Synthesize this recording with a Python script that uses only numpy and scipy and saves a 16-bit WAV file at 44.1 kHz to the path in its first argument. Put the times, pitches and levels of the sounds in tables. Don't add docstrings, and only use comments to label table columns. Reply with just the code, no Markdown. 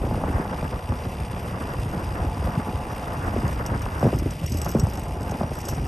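import sys
import numpy as np
from scipy import signal
from scipy.fft import rfft, irfft
from scipy.io import wavfile

SR = 44100
rng = np.random.default_rng(int(sys.argv[2]) if len(sys.argv) > 2 else 0)


def persist_wave(psi):
    counts = np.round(np.clip(psi, -1, 1) * 32767).astype(np.int16)
    wavfile.write(sys.argv[1], SR, np.atleast_2d(counts).T)


N = 258867
TIME = np.arange(N) / SR
FREQ = np.fft.rfftfreq(N, 1 / SR)

# t/s, rumble level/dB, wheel drone level/dB
ROLL_LEVELS = [(0, -33.5, -42.5), (1.2, -39.5, -42.5), (1.7, -37, -47), (2.2, -33, -39), (2.55, -48, -36),
               (3.1, -36.5, -37.5), (3.6, -37.5, -46), (4.35, -42.5, -61), (5.1, -38.5, -40),
               (5.87, -36.5, -48.5)]
# f/Hz, relative level/dB
RUMBLE_EQ = [(40, 16), (100, 5.5), (300, 2.5), (550, -4), (850, 0.5), (1050, -13), (1400, -33), (2500, -35),
             (5000, -63)]
# f/Hz, width/Hz, relative level/dB
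WHEEL_MODES = [(534, 86, 1.5), (729, 170, 3), (842.5, 81, 4.5), (980, 113, 1.5), (1122, 94, -6)]

# t/s, level/dB
WHINE_LEVEL = [(0, -80), (0.3, -74), (0.7, -68), (1.0, -62), (1.3, -70), (1.9, -71), (2.2, -70), (3.0, -67),
               (3.5, -69), (4.3, -75), (5.87, -59)]
# t/s, rate/Hz
STRAND_RATE = [(0, 58.3), (1, 61.2), (2.5, 63), (4, 64.2), (5.87, 66)]
# t/s, level/dB
PURR_LEVEL = [(0, -56.5), (0.75, -50), (1.35, -52.5), (2, -51.5), (3, -52), (4, -50.5), (5, -55),
              (5.87, -52.5)]
# f/Hz, width/Hz, relative level/dB
RIM_MODES = [(1800, 340, 1), (2394, 143, 7), (2730, 160, 6.5), (3400, 660, -1), (4836, 154, 4.5),
             (5074, 200, 1), (5380, 150, -2), (8745, 82, 4.5)]
# f/Hz, width/Hz, relative level rubbed/dB, relative level struck/dB
PULLEY_MODES = [(2827, 59, 11.5, -2.5), (3640, 36, 6.5, -35), (4640, 90, 4.5, -28), (5058, 32, 11.5, 6),
                (5520, 200, -16, 2), (5700, 24, 11.5, 8.5), (5820, 90, 1, -1.5), (6130, 110, -14, 1.5),
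                (6625, 46, 3.5, 1), (7995, 24, 9, 9.5), (8800, 48, -4, -19), (9170, 75, 10.5, -3),
                (11690, 47, 13, 4.5)]
# f/Hz, relative level/dB
CABLE_HISS_EQ = [(1200, -29), (2000, 1.5), (2200, -2.5), (2650, 2), (3050, -4), (4200, -14.5),
                 (6000, -12.5), (7400, -16), (9500, -10.5), (11400, -10), (12500, -31)]
# t/s, scrape level/dB, scrape decay/s, ring send/dB
CABLE_SLAPS = [(3.478, -30, 0.0016, 0), (3.6616, -25.5, 0.0052, -4), (3.8177, -34, 0.0053, -1),
               (3.994, -34, .003, -6), (4.142, -33, 0.0022, -2), (4.187, -32.5, 0.0059, -0.5),
               (4.3076, -33, 0.0026, -1), (4.4398, -38, .003, -4), (4.461, -29.5, 0.005, 1.5),
               (4.4955, -35, 0.0062, -1), (4.5202, -25, 0.003, -0.5), (4.541, -33, .006, -2),
               (4.571, -29.5, 0.0044, -1), (4.585, -30, .004, -5), (4.6157, -22.5, 0.0023, -3),
               (4.6456, -31, 0.0067, 1), (4.658, -28, 0.0037, -5), (4.684, -33, .005, -4),
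               (4.69, -30, .005, -1), (4.703, -33, .003, -3), (4.714, -31.5, .004, -1),
               (4.7735, -37, .003, -5), (4.7967, -28.5, 0.0037, 1.5), (4.835, -35, .003, -3),
               (4.868, -31, .0025, -3), (4.8985, -31, .0025, -7), (4.9336, -35, .004, -4),
               (4.9534, -36, 0.0044, -1), (4.973, -34, 0.0035, 0), (4.9951, -33, 0.0025, -5),
               (5.0344, -35, .004, -7), (5.2951, -31, .002, -5), (5.3115, -32.5, .005, -1),
               (5.5525, -35, .002, -6), (5.588, -31.5, .003, -6), (5.615, -32, 0.0033, -8),
               (5.6518, -29.5, 0.0048, -3), (5.684, -26, 0.014, -3), (5.7506, -35, .004, -9)]
# t/s, length/s, level/dB
SLACK_SPELLS = [(4.508, 0.28, -51), (4.822, 0.2, -61), (5.603, 0.12, -50)]

# t/s, level/dB
WIND_STRENGTH = [(0.0, -51.5), (0.26, -44), (0.38, -39.5), (0.53, -43), (0.82, -46), (0.92, -44),
                 (1.08, -49.5), (1.42, -47.5), (1.55, -44), (2.15, -42.5), (2.32, -48), (2.55, -40),
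                 (2.72, -48.5), (3.28, -39), (3.47, -41.5), (4.06, -41), (4.2, -49.5), (4.5, -52.5),
                 (4.67, -44.5), (5.15, -52), (5.31, -46), (5.6, -46.5), (5.87, -45)]
# t/s, level/dB
BUFFET_LEVEL = [(0, -29), (0.65, -33.5), (1.2, -34.5), (1.9, -35), (2.15, -29), (2.95, -35.5), (3.35, -28),
                (3.9, -29), (4.18, -25), (4.37, -37), (4.55, -30), (4.85, -23), (5.02, -32.5),
                (5.25, -26.5), (5.58, -36.5), (5.75, -24)]
# f/Hz, relative level/dB
BUFFET_EQ = [(20, -24), (32, -22), (45, -11), (65, 0.5), (100, -3.5), (150, -7.5), (220, -23), (400, -19.5)]
# f/Hz, relative level/dB
FLUTTER_EQ = [(90, -77), (170, 6), (250, 1), (350, -3), (520, -2), (750, -5), (1100, -21.5), (2000, -58)]
# f/Hz, relative level/dB
RUSH_EQ = [(350, -50), (650, -7.5), (900, 6), (1200, 4), (1650, -0.5), (2100, -5), (3000, -36), (6000, -45)]
# t/s, level before trim/dB, f/Hz
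PUFFS = [(0.844, -22, 86.1), (1.011, -24, 86.1), (1.217, -16.5, 86.1), (1.318, -24, 86.1),
         (1.353, -23.5, 86.1), (1.484, -34, 169), (1.639, -21, 86.1), (1.786, -18.5, 89),
         (1.835, -19.5, 104), (1.869, -17.5, 115), (2.073, -22, 86.1), (2.127, -22, 84.5),
         (2.22, -19, 96.9), (2.405, -21, 101), (2.93, -24, 93), (3.195, -20, 113), (3.247, -18, 86.1),
         (3.308, -18, 85), (3.35, -18, 186), (3.565, -21, 86.1), (3.722, -21, 86.1), (3.846, -16.5, 85)]
# t/s, length/s, slap f/Hz, slap level/dB, thud f/Hz, thud level/dB
GUSTS = [(0.041, 0.01, 366, -16.5, 100, -18.5), (0.068, 0.0087, 655, -20.5, 164, -35),
         (0.113, 0.01, 634, -17.5, 150, -31), (0.146, .022, 940, -21.5, 140, -22.5),
         (0.216, 0.0055, 790, -23.5, 118, -30), (0.178, 0.0069, 480, -21, 200, -39),
         (0.239, 0.003, 750, -15, 170, -21), (0.284, 0.014, 430, -22, 79, -21),
         (0.302, 0.054, 330, -22, 76.4, -13.5), (0.384, .016, 700, -20.5, 265, -19),
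         (0.455, 0.016, 794, -21.5, 132, -32), (0.629, 0.0055, 640, -19, 192, -27),
         (0.735, 0.0089, 855, -24, 78, -19.5), (0.891, 0.015, 302, -31, 87, -15),
         (0.923, 0.0026, 920, -21, 131, -22), (1.067, 0.0076, 328, -33, 106, -19.5),
         (1.95, .025, 246, -25, 152, -21), (2.249, 0.028, 317, -23, 72, -16.5),
         (2.427, 0.034, 450, -23, 67.6, -19), (2.475, .014, 640, -19, 148, -20.5),
         (2.576, 0.0042, 272, -24.5, 133, -14.5), (2.686, 0.0071, 300, -24, 99, -25.5),
         (2.735, 0.016, 374, -25.5, 89, -19), (3.365, 0.022, 456, -17, 71.6, -19),
         (3.436, 0.015, 283, -20, 113, -16), (3.721, 0.035, 490, -20.5, 105, -16),
         (3.864, 0.0015, 960, -20, 69.5, -31), (4.014, 0.0049, 1250, -26, 400, -29),
         (4.03, 0.0068, 640, -11, 162, -14.5), (4.046, 0.0046, 520, -20, 157, -12),
         (4.055, 0.0087, 523, -12, 130, -12), (4.068, 0.0058, 480, -12, 200, -16),
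         (4.088, 0.0043, 850, -23, 200, -21), (4.131, 0.02, 480, -16, 132, -15.5),
         (4.17, 0.0263, 328, -26, 68, -20), (4.223, 0.0052, 369, -23, 70, -32),
         (4.263, 0.0053, 328, -17, 97, -17), (4.421, 0.025, 198, -30.5, 111, -17),
         (4.523, 0.003, 195, -20, 95, -24), (4.549, 0.0084, 345, -24.5, 85.5, -23),
         (4.665, 0.0075, 795, -18.5, 110, -29), (4.7524, 0.0069, 420, -10, 193, -15),
         (4.774, 0.025, 170, -17, 132, -19), (4.833, 0.0063, 187, -21, 124, -11),
         (4.87, 0.0044, 710, -21, 193, -21), (5.322, 0.0064, 620, -19.5, 121, -24),
         (5.349, 0.0026, 796, -25, 150, -32), (5.413, 0.0046, 696, -16.5, 150, -31),
         (5.435, 0.0077, 635, -19.5, 99, -21.5), (5.517, 0.0027, 594, -22.5, 84.5, -25),
         (5.823, 0.0082, 268, -25.5, 80, -41)]
# f/Hz, relative level/dB
CHURN_EQ = [(85, -10), (150, 4.5), (230, 4.5), (330, -3.5), (520, -9.5), (750, -11), (1200, -21),
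            (1800, -45)]
# f/Hz, relative level/dB
RASP_EQ = [(800, 1), (1300, 6), (1900, -7.5), (2600, -5), (4000, -38)]
# f/Hz, lead of the left/rad
PORT_PHASE = [(2200, 0), (3100, .6), (4400, .45), (5600, .22), (6200, .1), (7500, .05), (8020, .4),
              (8400, .05), (8850, -.1), (9150, -1.1), (9820, -3), (10400, -3.2), (11900, -6.2)]


def undb(db):
    return 10 ** (np.asarray(db) / 20)


def unit(x):
    return x / np.sqrt(np.mean(x ** 2))


def faders(table):
    times, *columns = np.transpose(table)
    return [undb(np.interp(TIME, times, db)) for db in columns]


def spell(start_s, length_s, rise_s, fall_s):
    before = np.minimum(TIME - start_s, 0)
    after = np.maximum(TIME - start_s - length_s, 0)
    return np.exp(before / rise_s - after / fall_s)


def eq(points):
    hz, db = np.transpose(points)
    f = FREQ + 1
    ends = np.minimum(np.minimum(f / hz[0], hz[-1] / f), 1) ** 2
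    return ends * undb(np.interp(np.log(f), np.log(hz), db))


def high_pass(hz, order):
    return 1 / np.sqrt(1 + (hz / (FREQ + 1)) ** (2 * order))


def resonance(hz, width_hz):
    return 1j * FREQ * width_hz / (hz ** 2 - FREQ ** 2 + 1j * FREQ * width_hz)


def shape(x, response):
    return irfft(rfft(x) * response, N)


def noise():
    return rng.standard_normal(N)


def wander(rate_hz):
    return unit(shape(noise(), np.exp(-(FREQ / rate_hz) ** 2)))


def add(track, start_s, sound):
    i = max(int(start_s * SR), 0)
    track[i:i + len(sound)] += sound[:max(N - i, 0)]


def impacts(per_s, spread_db):
    hits = rng.random(N) < per_s / SR
    return hits * rng.choice([-1, 1], N) * undb(spread_db * noise().clip(-2, 2))


def wide_hiss():
    tone = eq([(1000, 15), (2200, 28), (3500, 25), (5000, -33), (7000, -72), (9500, 5), (11500, 17)])
    hiss = undb(-62.5) * unit(shape(noise(), tone))
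    return np.array([hiss, -hiss])


def wheels():
    rumble_gain, drone_gain = faders(ROLL_LEVELS)
    ring = sum(undb(db) * resonance(hz, width) ** 2 for hz, width, db in WHEEL_MODES)
    rumble = rumble_gain * undb(0.98 * wander(6)) * unit(shape(noise(), eq(RUMBLE_EQ)))
    drone = drone_gain * undb(0.33 * wander(21)) * unit(shape(noise(), ring))
    return rumble + drone


def pulley_whine(pitch_hz=5690, waver_hz=18):
    phase = 2 * np.pi * np.cumsum(pitch_hz + waver_hz * wander(36.4)) / SR
    return faders(WHINE_LEVEL)[0] * unit(undb(2 * wander(8.5)) * np.sin(phase))


def strand_purr(scrape_s=0.0023):
    rate_hz = np.interp(TIME, *np.transpose(STRAND_RATE))
    strands_passed = np.cumsum(rate_hz * (1 + .015 * wander(25))) / SR
    onsets = np.flatnonzero(np.diff(np.floor(strands_passed)))
    knocks = np.zeros(N)
    knocks[onsets] = rng.uniform(.45, 1, len(onsets))
    knocks *= undb(1.2 * wander(7).clip(-2, 1))
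    tails = signal.lfilter([1], [1, -np.exp(-1 / (scrape_s * SR))], knocks)
    knocks += undb(-15) * noise() * tails
    rim = sum(undb(db) * resonance(hz, width) * (-1) ** k for k, (hz, width, db) in enumerate(RIM_MODES))
    return faders(PURR_LEVEL)[0] * unit(shape(knocks, rim * high_pass(1050, order=2)))


def pulley(struck, direct_db, damping_hz=0):
    modes = sum(undb(hit_db if struck else rub_db) * resonance(hz, width + damping_hz) * (-1) ** k
                for k, (hz, width, rub_db, hit_db) in enumerate(PULLEY_MODES))
    return modes * high_pass(2100, order=2) + undb(direct_db) * high_pass(3300, order=4)


def cable_rub():
    grip = undb(1.9 * wander(70) + .9 * wander(6))
    ring = undb(-54) * unit(shape(noise() * grip, pulley(struck=False, direct_db=-38)))
    hiss = undb(-49.5) * unit(shape(noise() * grip, eq(CABLE_HISS_EQ)))
    return ring + hiss


def cable_clinks(grit_db=4, ring_boost_db=6, stray_end_db=-56, stray_db_per_s=1.5):
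    snaps, rings = np.zeros((2, N))
    age = np.arange(SR // 20) / SR
    for start_s, db, decay_s, ring_db in CABLE_SLAPS:
        wires, grit = rng.standard_normal((2, len(age)))
        scrape = undb(db) * unit(wires * undb(grit_db * grit.clip(-2, 2))) * np.exp(-age / decay_s)
        add(snaps, start_s, scrape)
        add(rings, start_s, undb(ring_boost_db + ring_db) * scrape)
    pressed = undb(-6) * pulley(struck=True, direct_db=-12, damping_hz=220)
    free = pulley(struck=True, direct_db=-13.5)
    slaps = shape(snaps, pressed) + shape(rings, free)
    slack = sum(undb(db) * spell(start_s, length_s, rise_s=0.038, fall_s=0.039)
                for start_s, length_s, db in SLACK_SPELLS)
    chatter = slack * unit(shape(impacts(per_s=400, spread_db=5), free))
    approach = undb(stray_end_db + stray_db_per_s * (TIME - TIME[-1]))
    strays = approach * unit(shape(impacts(per_s=40, spread_db=3), free + pressed))
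    return slaps + chatter + strays


def eddy(hz, cycles=1.18, sweep=2.52):
    t = np.arange(int(-2.1 * SR / hz), int(5 * SR / hz)) / SR
    turns = sweep * np.log(np.maximum(1 + hz * t / sweep, 1e-3))
    envelope = np.exp(-(turns / cycles) ** 2)
    return -t[0], envelope * np.cos(2 * np.pi * (turns + rng.random()))


def turbulence(tone, density, spread_db):
    swarm = np.zeros(N)
    for hz in 50 * 2 ** np.arange(0, 6, 2 / 3):
        if tone[0][0] < hz < tone[-1][0]:
            arrivals = impacts(density * hz, spread_db)
            _, wave = eddy(hz)
            swarm += np.sqrt(hz) * unit(signal.oaconvolve(arrivals, wave, "same"))
    return unit(shape(swarm, eq(tone)))


def puffs(trim_db=-4):
    bumps = np.zeros(N)
    for at_s, db, hz in PUFFS:
        lead_s, wave = eddy(hz, cycles=1.58)
        add(bumps, at_s - lead_s, undb(db + trim_db) * wave)
    return bumps


def gusts(strength, churn_db=-10.5, port_hz=1550):
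    body, churn_gain = np.zeros((2, N))
    for start_s, length_s, slap_hz, slap_db, thud_hz, thud_db in GUSTS:
        lead_s, slap = eddy(slap_hz, cycles=1.33)
        add(body, start_s - lead_s, undb(slap_db) * slap)
        lead_s, thud = eddy(thud_hz, cycles=1.19)
        add(body, start_s + length_s - lead_s, undb(thud_db) * thud)
        envelope = spell(start_s, length_s, rise_s=0.0028, fall_s=0.019)
        churn_gain = np.maximum(churn_gain, undb(slap_db + churn_db) * envelope)
    body += churn_gain * turbulence(CHURN_EQ, density=2.2, spread_db=0.5)
    rasp = undb(-23) * strength * churn_gain * turbulence(RASP_EQ, density=.4, spread_db=-2)
    high_cut = 1 / np.sqrt(1 + (FREQ / port_hz) ** 8)
    return shape(body, high_cut) + rasp


def wind(breeze_db=-45):
    strength = faders(WIND_STRENGTH)[0] / undb(breeze_db)
    breakup = wander(38.6).clip(-2, 1.7)
    flutter_gain = undb(-36) * np.sqrt(strength) * unit(undb(3.23 * breakup))
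    rush_gain = undb(-43) * strength * unit(undb(3 * breakup))
    buffet_gain = faders(BUFFET_LEVEL)[0] * unit(undb(2 * wander(4.6)))
    mid = buffet_gain * turbulence(BUFFET_EQ, density=2.5, spread_db=1)
    mid += flutter_gain * turbulence(FLUTTER_EQ, density=.9, spread_db=2)
    mid += rush_gain * turbulence(RUSH_EQ, density=.6, spread_db=2.5)
    mid += gusts(strength) + puffs()
    fine_rush = shape(turbulence(RUSH_EQ, density=.6, spread_db=-4), high_pass(930, order=6))
    side = undb(0.9) * rush_gain * fine_rush
    return mid + np.array([side, -side])


def scene():
    return wide_hiss() + wind() + wheels() + cable_rub() + cable_clinks() + pulley_whine() + strand_purr()


def record(dry):
    lead = np.interp(FREQ, *np.transpose(PORT_PHASE))
    ports = shape(dry, np.exp(1j * np.array([lead, -lead]) / 2))
    high_cut = signal.ellip(8, .2, 70, 12050, fs=SR, output="sos")
    return signal.sosfilt(high_cut, ports)


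dry = scene()
out = record(dry)
persist_wave(out)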